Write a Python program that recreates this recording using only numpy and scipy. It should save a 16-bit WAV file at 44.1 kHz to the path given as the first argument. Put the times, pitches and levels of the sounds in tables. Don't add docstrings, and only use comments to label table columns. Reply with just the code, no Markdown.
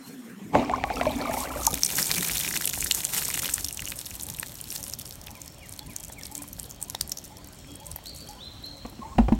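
import sys
import numpy as np
from scipy import signal
from scipy.fft import rfft, irfft, next_fast_len
from scipy.io import wavfile
from scipy.ndimage import uniform_filter1d, map_coordinates

SR = 44100
rng = np.random.default_rng(int(sys.argv[2]) if len(sys.argv) > 2 else 0)


def wrap_up_sound(samples):
    columns = np.atleast_2d(samples).T
    tamed = np.clip(columns, -1, 1)
    steps = np.round(tamed * 32767).astype(np.int16)
    wavfile.write(sys.argv[1], SR, steps)


N = 414080

# time in seconds, pour strength in dB, fat-drop level in dB.
POUR = [(0.75, -57.5, -70), (1.17, -43.5, -42), (1.65, -41, -19.5), (1.84, -32.5, -7), (2.0, -29, -22),
        (2.7, -33.5, -8.5), (3.07, -34.5, -24), (3.42, -31.5, -11), (3.68, -43.5, -7), (3.87, -38, -38),
        (4.02, -45, -21), (4.46, -47, -27), (4.83, -41.5, -28), (5.1, -50.5, -14), (5.5, -59.5, -37),
        (5.9, -54.5, -29), (6.42, -52, -35), (7.2, -61.5, -28), (7.5, -62, -31), (8.3, -58, -30),
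        (8.5, -66, -47), (9.39, -76, -59)]
# start in seconds, level in dB, nominal pitch in Hz.
LOUD_DROPS = [(0.9584, -24, 5900), (1.403, -17.5, 8400), (1.627, -36, 6000), (1.6515, -12.5, 5960),
              (1.6674, 0.5, 6700), (1.743, -7.5, 8550), (1.8335, -2.5, 5940), (1.863, -11, 6000),
              (2.027, -8, 5560), (2.1146, -5, 4870), (2.2832, -11.5, 9300), (2.5646, -9, 2550),
              (2.655, -6, 11000), (2.845, -10.5, 10600), (2.9112, -2, 4050), (2.921, -10, 8000),
              (2.9482, -9.5, 7220), (3.0504, -6.5, 8000), (3.255, -13, 9600), (3.3562, -15, 8120),
              (3.457, -10.5, 3080), (3.54, -6.5, 8600), (3.581, -16.5, 1910), (3.6454, -10, 5460),
              (3.7726, -15, 6200), (3.855, -18, 6840), (3.9196, -14.5, 2290), (3.99, -18.5, 9800),
              (4.0142, -19.5, 4440), (4.067, -22.5, 3800), (4.197, -21.5, 4040), (4.233, -17, 9900),
              (4.2667, -19, 9800), (4.301, -17, 9900), (4.339, -25, 9700), (4.347, -24.5, 3940),
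              (4.398, -13.5, 9650), (4.4288, -20, 2660), (4.613, -16.5, 12000), (4.704, -18.5, 5900),
              (4.7595, -14, 4450), (4.9107, -26, 9800), (4.9368, -14, 5600), (5.0554, -24, 5200),
              (5.2695, -22.5, 3280), (5.417, -22.5, 7100), (5.479, -23, 5740), (5.7253, -21.5, 9500),
              (5.792, -18, 4400), (5.9637, -14.5, 7160), (6.004, -24, 7050), (6.037, -20.5, 6600),
              (6.083, -27.5, 8370), (6.189, -29, 11100), (6.234, -22, 5570), (6.255, -19, 4630),
              (6.267, -23, 9600), (6.352, -16.5, 7300), (6.368, -24, 9500), (6.3784, -21, 8360),
              (6.421, -21, 9150), (6.433, -25, 11500), (6.53, -23.5, 13600), (6.5974, -14, 8500),
              (6.631, -24, 12500), (6.71, -23, 6800), (6.8153, -23, 7940), (6.826, -14.5, 9000),
              (6.838, -25, 9500), (6.8996, -15.5, 7900), (6.907, -24, 6000), (6.95, -15.5, 3970),
              (7.0114, -6.5, 5340), (7.0768, -25, 12300), (7.095, -20.5, 8300), (7.1191, -12, 6260),
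              (7.122, -17, 6340), (7.172, -20, 5900), (7.185, -22, 6500), (7.241, -26, 10000),
              (7.2525, -29, 13500), (7.7566, -24.5, 9510), (7.866, -22.5, 8600), (7.915, -22.5, 9300),
              (7.961, -16.5, 13400), (8.058, -23.5, 3970), (8.2677, -39, 3270), (8.2882, -28, 6100),
              (8.3325, -35, 3000)]
# start in seconds, level in dB, pitch in Hz.
PUDDLE_PLOPS = [(1.731, -18, 166), (1.988, -10.5, 1850), (2.1128, -12, 2350), (2.1846, -17, 2340),
                (2.2286, -20, 1820), (2.297, -12, 2190), (2.4475, -16, 2270), (2.478, -13, 2420),
                (2.511, -16, 1930), (2.5398, -16, 1850), (2.61, -18, 1550), (2.776, -21.5, 765),
                (2.8258, -13.5, 2250), (2.861, -18, 1720), (2.9117, -6, 2840), (3.222, -21, 1590),
                (3.288, -22, 1030), (3.303, -17, 2150), (3.432, -21, 1320), (3.49, -18.5, 1580),
                (3.794, -15.5, 2670), (3.8233, -22, 1940), (3.8655, -25, 2900), (3.876, -18, 2730),
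                (4.113, -25.5, 2470), (4.387, -24, 2530), (4.429, -24, 920), (4.431, -16.5, 1780),
                (5.283, -26.5, 2430), (6.099, -28.5, 794), (6.418, -32, 700), (6.441, -31, 980),
                (6.584, -33, 700), (6.948, -18.5, 820), (7.646, -34, 2180), (7.961, -28.5, 814),
                (7.988, -31, 840)]
# frequency in Hz, gain in dB.
SPRAY_EQ = [(300, -34), (800, 5), (1300, 1), (2400, 2), (4000, 3), (6000, 6), (9000, 8), (13000, 9.5),
            (16000, 2.5)]
BED_EQ = [(90, -12), (165, 5.5), (240, -5), (400, -5), (800, -14), (1200, -46)]
SLOSH_EQ = [(70, -9), (170, -2.5), (300, -0.5), (560, -2), (820, 2.5), (1200, -13.5), (1500, -25.5),
            (2250, -9), (2900, -18), (9000, -31.5), (16000, -56)]
# time in seconds, gurgle level in dB, can boom level in dB.
FILL_LEVELS = [(0.5, -64, -57), (0.55, -45, -28), (0.73, -35.5, -41), (0.78, -40.5, -48),
               (0.95, -35, -46.5), (1.06, -34.5, -32.5), (1.3, -33.5, -40), (1.47, -37, -44),
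               (1.8, -46, -48)]
# start in seconds, level in dB, pitch in Hz, relative slap in dB.
AIR_GLUGS = [(0.552, -4.5, 569, -1), (0.623, -18, 632, -24), (0.697, -10.5, 695, -1.5),
             (0.736, -5.5, 1002, -34), (0.781, -20, 750, -26), (0.839, -8.5, 754, 4), (0.902, -14, 700, 1),
             (1.012, -8, 674, 2), (1.055, -13.5, 1000, -1), (1.067, -7, 592, -31),
             (1.255, -15.5, 1170, -15), (1.295, -13.5, 640, -25), (1.339, -13, 794, -3),
             (1.559, -17.5, 573, -18), (1.674, -6, 879, -32)]
# start in seconds, level in dB, scrape length in seconds,
# relative crack in dB, brightness in dB per octave.
BLOWS = [(8.85, -40.5, 0.012, -30, 6.5), (8.925, -48, 0.0091, -30, 2), (8.989, -44.5, 0.012, -25, 2.5),
         (9.155, -48, 0.01, 3, 7), (9.183, -21, 0.0078, -27, 5), (9.188, -18.5, 0.012, -24, -3.5),
         (9.284, -28, 0.0083, -19, 3), (9.322, -20, 0.0088, -6, 1.6)]
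# frequency in Hz, level in dB, T60 in seconds.
BARREL_MODES = [(51, -13, 0.58), (238, 6.5, 0.056), (316, 6, 0.039), (590, 1.5, 0.01), (760, -4, 0.03),
                (890, -7.5, 0.017), (1030, -21, 0.011), (1820, -8, 0.0023), (2300, -34, 0.011)]
# start in seconds, length in seconds, first pitch in Hz, target pitch in Hz,
# glide time over note length, level in dB, relative echo in dB.
BIRD_NOTES = [(0.015, .115, 4020, 4400, 1.6, -57, -10), (5.347, .06, 2520, 1900, 1, -54, -5),
              (5.61, .09, 2550, 1350, 1, -54, -4), (5.62, .07, 2820, 2780, 1, -59, -8),
              (5.805, .06, 3400, 3380, 1, -57, -6), (5.89, .085, 2550, 1400, 1, -53.5, -4),
              (6.09, .05, 3400, 3380, 1, -59, -6), (6.16, .1, 2550, 1300, 1, -52, -5),
              (6.37, .035, 2150, 2450, 1, -58, -6), (7.68, .15, 3320, 3200, 1, -58, 0),
              (8.05, .07, 3450, 4570, .55, -45.5, 3), (8.27, .03, 3250, 3150, 1, -54, 0),
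              (8.385, .1, 2850, 4080, .7, -48, 2), (8.625, .055, 3400, 4300, .6, -47, 2),
              (9.005, .035, 1040, 1080, 1, -47, -9), (9.03, .05, 840, 900, 1, -44, -5),
              (9.115, .025, 1030, 1100, 1, -46, -9)]
# frequency in Hz, gain in dB.
GARDEN_EQ = [(12, -28), (20, -2), (71, 0), (230, -9), (289, -13), (452, -18.5), (566, -21), (652, -17.5),
             (1470, -28), (4280, -28.5), (4790, -33), (5520, -30.5), (7950, -36), (15200, -38.5),
             (16500, -18.5)]
OPENING_EQ = [(24, -87), (40, -44), (141, -12.5), (233, -6.5), (300, -13.5), (427, -16.5), (564, -22.5),
              (1990, -27), (4020, -37), (14900, -39), (16500, -58)]
# centre in Hz, width in Hz, level in dB.
INSECT_BANDS = [(3200, 110, -72.5), (4520, 190, -73.5), (5380, 200, -72), (7640, 1400, -69.5)]
HUM_BANDS = [(289.3, 6.9, -63.5), (562, 64, -66.5)]
# time in seconds, pitch in Hz, level in dB.
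LOW_TONE = [(0.0, 280.5, -45.5), (0.092, 275, -59), (0.218, 242.3, -44.5), (0.344, 193, -51.5),
            (0.478, 204.6, -49), (0.52, 167.6, -57)]
# frequency in Hz, gain in dB.
OUTPUT_EQ = [(20, -15), (45, 2), (4300, 4.5), (4900, 2.5), (5500, 5), (9600, 4), (10400, -1), (11200, 2)]

GARDEN_START_S, POUR_START_S, DRIBBLE_DB = 0.522, 1.6, -9
FAT_PER_S, FAT_SPREAD_DB = 16, 10
FAT_LOW_HZ, FAT_HIGH_HZ, FAT_RISE_HZ_PER_DB = 2700, 12700, 142
TIN_HZ, TIN_WIDTH_HZ, TIN_SWING_DB, TIN_FADE_START_S = 2330, 130, 4, 2.1
PLUNGE_PEAK_S, PLUNGE_DB, PLUNGE_ATTACK_S, PLUNGE_T60_S = 0.556, -23.5, 0.023, 0.32
CHURN_DB, HEAVE_SWING_DB = 2.5, 3
COO_START_S, COO_GAP_S, COO_HURRY_S, COO_COUNT = 3.745, 0.519, 0.0016, 10
COO_FIRST_DB, COO_STEP_DB, COO_ECHO_DB = -60, 0.99, -1.5
TOP_HZ = 15900


def shower():
    pour_db, fat_db = curves(POUR)
    flow_db = pour_db - pour_db.max()
    s, db, hz = np.hstack([np.transpose(LOUD_DROPS), fat_drops(fat_db)])
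    big = splats(s, amp(db), hz, crack_db=-3.5, bubble_db=-6.5, spray_db=-11, mist_db=-19.5)
    small = small_drops(flow_db)
    hiss = amp(-42.5 + 0.99 * flow_db + 3.4 * wobble(50) + 3.3 * wobble(11)) * rng.standard_normal(N)
    direct = coloured(big + small + hiss, SPRAY_EQ) + plops()
    drumming = amp(1.65 * flow_db - 42.5 + 1.8 * wobble(23.9)) * rush(BED_EQ, patchy_db=1.5)
    fade_db = -20 * np.clip(np.arange(N) / SR - TIN_FADE_START_S, 0, 4)
    direct += tin_ring(2 * flow_db + fade_db - 50.5, flicker_hz=40.3)
    return direct + amp(-15) * echoes(direct, t60_s=0.1) + drumming


def fat_drops(level_db):
    u = rng.random((round(FAT_PER_S * N / SR), 3))
    at = (400 + u[:, 0] * (N - 800)).astype(int)
    low_hz = np.minimum(FAT_LOW_HZ + FAT_RISE_HZ_PER_DB * (level_db.max() - level_db[at]), FAT_HIGH_HZ)
    return at / SR, level_db[at] - FAT_SPREAD_DB * u[:, 1], low_hz * (FAT_HIGH_HZ / low_hz) ** u[:, 2]


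def small_drops(flow_db):
    u = rng.random((4000, 4))
    at = (400 + u[:, 0] * (N - 800)).astype(int)
    falls = np.clip((0.865 * amp(0.574 * flow_db[at]) - u[:, 1]) * 30, 0, 1) * (at > POUR[0][0] * SR)
    db = DRIBBLE_DB * (at < POUR_START_S * SR) - 31 + 0.52 * flow_db[at] + 14.05 * u[:, 2] ** 2
    hz = 1602 - 90 * flow_db[at] + 10000 * u[:, 3] ** 1.46
    return splats(at / SR, falls * amp(db), hz, crack_db=0.5, bubble_db=-2, spray_db=-6, mist_db=-10)


def splats(s, gain, hz, crack_db, bubble_db, spray_db, mist_db):
    u = rng.random((len(s), 15))
    crack_hz = np.minimum(hz * (1 + 0.87 * u[:, 0]), 13000)
    out = amp(crack_db) * bubbles(s, crack_hz, gain, 2.55, 0, size=48, onset=0.16)
    trap_s, cycles, rise = s + 0.003 * u[:, 2] ** 2, 3 + 0.0016 * hz * u[:, 1], 0.47 * u[:, 2]
    out += amp(bubble_db) * bubbles(trap_s, hz / 1.125, gain, cycles, rise, size=200, onset=0.043)
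    lag = u[:, 3:9] - 0.38
    spray_s = s[:, None] + 0.011 * lag
    spray_gain = gain[:, None] * amp(spray_db - 56 * np.abs(lag))
    spray_hz = np.clip(hz[:, None] * 3 ** (u[:, 9:] - 0.2), 2500, 15000)
    out += bubbles(spray_s.ravel(), spray_hz.ravel(), spray_gain.ravel(), 4.6, 1, size=60)
    energy = np.bincount(np.round(s * SR).astype(int), gain ** 2, N)[:N]
    decay = amp(-120 * np.arange(2000) / SR / 0.0048)
    mist = np.sqrt(np.abs(signal.fftconvolve(energy, decay)[:N]))
    return out + amp(mist_db) * mist * np.diff(rng.standard_normal(N + 1))


def plops():
    s, db, hz = np.transpose(PUDDLE_PLOPS)
    plop = bubbles(s, hz, amp(db), 1.75 + 0.0014 * hz, 0.097, size=1000, onset=0.091)
    slap = bubbles(s, 2.24 * hz, amp(db - 5), 5.4, 0, size=200, onset=0.13)
    return plop + slap


def filling():
    gurgle_db, boom_db = curves(FILL_LEVELS)
    active = (np.arange(N) > GARDEN_START_S * SR) * (np.arange(N) < FILL_LEVELS[-1][0] * SR)
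    big, small = glugs(), swarm()
    water = rush(SLOSH_EQ, CHURN_DB)
    slosh = amp(-2) * small + amp(-2.5 + CHURN_DB * wobble(40.47)) * water
    slosh += tin_ring(-16, flicker_hz=30.15)
    cavity_eq = [(200, -18), (262, 3.5), (275, -5.5), (290, 2), (360, -55)]
    boom = amp(boom_db + 0.5) * unit(coloured(rng.standard_normal(N), cavity_eq))
    heave = amp(-48 + HEAVE_SWING_DB * wobble(7)) * band(56, 21)
    return big + active * (amp(gurgle_db - 4) * slosh + boom + plunge(water) + heave)


def glugs():
    s, db, hz, slap_db = np.transpose(AIR_GLUGS)
    u = rng.random((len(s), 3))
    big = bubbles(s, hz, amp(db - 2), 7 + 7 * u[:, 0], 0.14 * u[:, 1], size=1800, onset=0.12)
    twin_hz = hz * (1.12 + 0.5 * u[:, 2])
    twin = bubbles(s + 0.00196, twin_hz, amp(db - 13.5), 13, 0.076, size=900, onset=0.17)
    slap = bubbles(s, 1500 + 1000 * u[:, 2], amp(db + slap_db - 4), 2.8, 0.021, size=300, onset=0.02)
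    return big + twin + slap


def swarm():
    u = rng.random((1000, 3))
    s, hz = GARDEN_START_S + 1.3 * u[:, 0], 450 * 18 ** u[:, 1] ** 1.2
    fizz = bubbles(s, hz, amp(33 * u[:, 2] ** 2), 20.5, 0.058, size=1200, onset=0.028)
    fizz /= np.std(fizz[round(GARDEN_START_S * SR):round(1.8 * SR)])
    return coloured(fizz, [(300, -9.5), (1200, 7), (1500, -2.5), (2700, 2), (8000, 2)])


def plunge(water):
    t = np.arange(N) / SR - PLUNGE_PEAK_S
    down_db = np.where(t < 0, 20 * (t / PLUNGE_ATTACK_S) ** 2, 60 * t / PLUNGE_T60_S).clip(0, 200)
    return amp(PLUNGE_DB - down_db) * coloured(water, [(1200, 2.5), (3000, -7)])


def tin_ring(db, flicker_hz):
    return amp(db + TIN_SWING_DB * wobble(flicker_hz)) * band(TIN_HZ, TIN_WIDTH_HZ)


def bubbles(s, hz, gain, cycles, rise, size, onset=0.0087):
    s, hz, gain, cycles, rise = (
        v[gain > 0, None] for v in np.broadcast_arrays(s, hz, gain, cycles, rise))
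    turns = hz * np.arange(size) / SR
    age = turns / cycles
    envelope = np.exp(-3 * age ** 0.79) * (1 - np.exp(-age / onset))
    in_band = hz * (1 + 2 * rise * age) < SR / 2
    wave = gain * envelope * in_band * np.sin(2 * np.pi * turns * (1 + rise * np.minimum(age, 1) / 2))
    at = np.round(s * SR).astype(int) + np.arange(size)
    return np.bincount(at.ravel(), wave.ravel(), N + SR)[:N]


def knocks():
    out, t = np.zeros(N + SR), np.arange(SR // 4) / SR
    for s, db, length_s, crack_db, tilt_db in BLOWS:
        ring = sum(amp(mode_db + tilt_db * np.log2(hz) - 60 * t / t60_s) * np.sin(2 * np.pi * hz * t)
                   for hz, mode_db, t60_s in BARREL_MODES)
        scrape = (0.14 + rng.standard_normal(len(t))) * np.exp(-(t / length_s) ** 4)
        body = signal.fftconvolve(scrape, ring)[:len(t)]
        crack = amp(crack_db) * uniform_filter1d(uniform_filter1d(scrape, size=5), size=4) / 2
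        out[round(s * SR):][:len(t)] += amp(db) * (body / np.std(body[:1500]) + crack)
    return out[:N] + amp(-7) * echoes(out[:N], t60_s=0.18)


def birds():
    whistles, echo_send, coos = np.zeros((3, N + SR))
    for s, length_s, from_hz, to_hz, glide, db, echo_db in BIRD_NOTES:
        whistle = amp(db) * note(length_s, from_hz, to_hz, glide)
        whistles[round(s * SR):][:SR // 2] += whistle
        echo_send[round(s * SR):][:SR // 2] += amp(echo_db) * whistle
    for k in range(COO_COUNT):
        s = COO_START_S + k * (COO_GAP_S - k * COO_HURRY_S)
        db = COO_FIRST_DB + k * COO_STEP_DB
        coos[round(s * SR):][:SR // 2] += amp(db) * note(0.0443, 771, 882, glide=0.88)
        coos[round((s + 0.07) * SR):][:SR // 2] += amp(db - 6) * note(0.042, 923, 1015, glide=0.45)
    flutter = amp(4.4 * wobble(150))
    coos = coos[:N] * amp(4 * wobble(40))
    coos += amp(COO_ECHO_DB) * echoes(coos, t60_s=0.4)
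    return whistles[:N] * flutter + coos + echoes(echo_send[:N] * flutter, t60_s=1)


def note(length_s, from_hz, to_hz, glide):
    u = np.arange(round(length_s * SR)) / (length_s * SR)
    progress, rising = np.minimum(u / glide, 1), to_hz > from_hz
    hz = from_hz + (to_hz - from_hz) * (np.sin(np.pi / 2 * progress) if rising else progress)
    swell = np.sin(np.pi * u) ** 0.4 if rising else np.sin(np.pi * u ** 0.4) ** 1.6
    return np.pad(np.sin(2 * np.pi * np.cumsum(hz) / SR) * swell, (0, SR // 2 - len(u)))


def background():
    hz, db = curves(LOW_TONE)
    tone_gain = np.sqrt(2) * amp(db + 3.3 * wobble(39.5))
    tone = tone_gain * np.sin(2 * np.pi * np.cumsum(hz * (1 + 0.035 * wobble(39.8))) / SR)
    garden = amp(-46 + 0.8 * wobble(1.5)) * rush(GARDEN_EQ, patchy_db=2)
    for hz, width_hz, db in INSECT_BANDS + HUM_BANDS:
        garden += amp(db + 3.6 * wobble(7.5)) * band(hz, width_hz)
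    opening = tone + amp(-49.5) * rush(OPENING_EQ, patchy_db=4)
    blend = np.clip((np.arange(N) / SR - GARDEN_START_S) / 0.0071, 0, 1)
    return blend * garden + (1 - blend) * opening


def echoes(x, t60_s):
    t = np.arange(SR) / SR
    tail = unit(rng.standard_normal(SR) * amp(-60 * t / t60_s)) / np.sqrt(SR)
    return signal.fftconvolve(x, tail)[:N]


def rush(eq, patchy_db):
    spectra = signal.stft(rng.standard_normal(N), nperseg=512)[2]
    patches = uniform_filter1d(uniform_filter1d(rng.standard_normal(spectra.shape), 6, 0), 10, 1)
    noise = signal.istft(spectra * amp(patchy_db * unit(patches)), nperseg=512)[1][:N]
    return unit(coloured(noise, eq))


def band(hz, width_hz):
    m = next_fast_len(N)
    bell = np.exp(-((np.fft.rfftfreq(m, 1 / SR) - hz) / width_hz) ** 2)
    return unit(irfft(rfft(rng.standard_normal(m)) * bell, m)[:N])


def coloured(x, eq):
    m = next_fast_len(N + 8192)
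    hz, db = np.transpose(eq)
    gain = amp(np.interp(np.log(np.fft.rfftfreq(m, 1 / SR) + 1), np.log(hz + 1), db))
    return irfft(rfft(x, m) * gain, m)[:N]


def wobble(rate_hz):
    knots = rng.standard_normal(int(N * rate_hz / SR) + 4)
    return map_coordinates(knots, [np.arange(N) * rate_hz / SR])


def curves(rows):
    s, *columns = np.transpose(rows)
    return [np.interp(np.arange(N) / SR, s, column) for column in columns]


def amp(db):
    return 10 ** (np.asarray(db) / 20)


def unit(x):
    return x / np.sqrt(np.mean(x ** 2) + 1e-20)


def scene():
    return (filling() + shower() + knocks() + birds() + background())[None]


def record(dry):
    m = next_fast_len(N + 8192)
    heard = coloured(dry[0], OUTPUT_EQ)
    rounded = heard / (1 + np.abs(heard) ** 6) ** (1 / 6)
    passband = np.fft.rfftfreq(m, 1 / SR) < TOP_HZ
    return 0.95 * irfft(rfft(rounded, m) * passband, m)[None, :N]


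dry = scene()
out = record(dry)
wrap_up_sound(out)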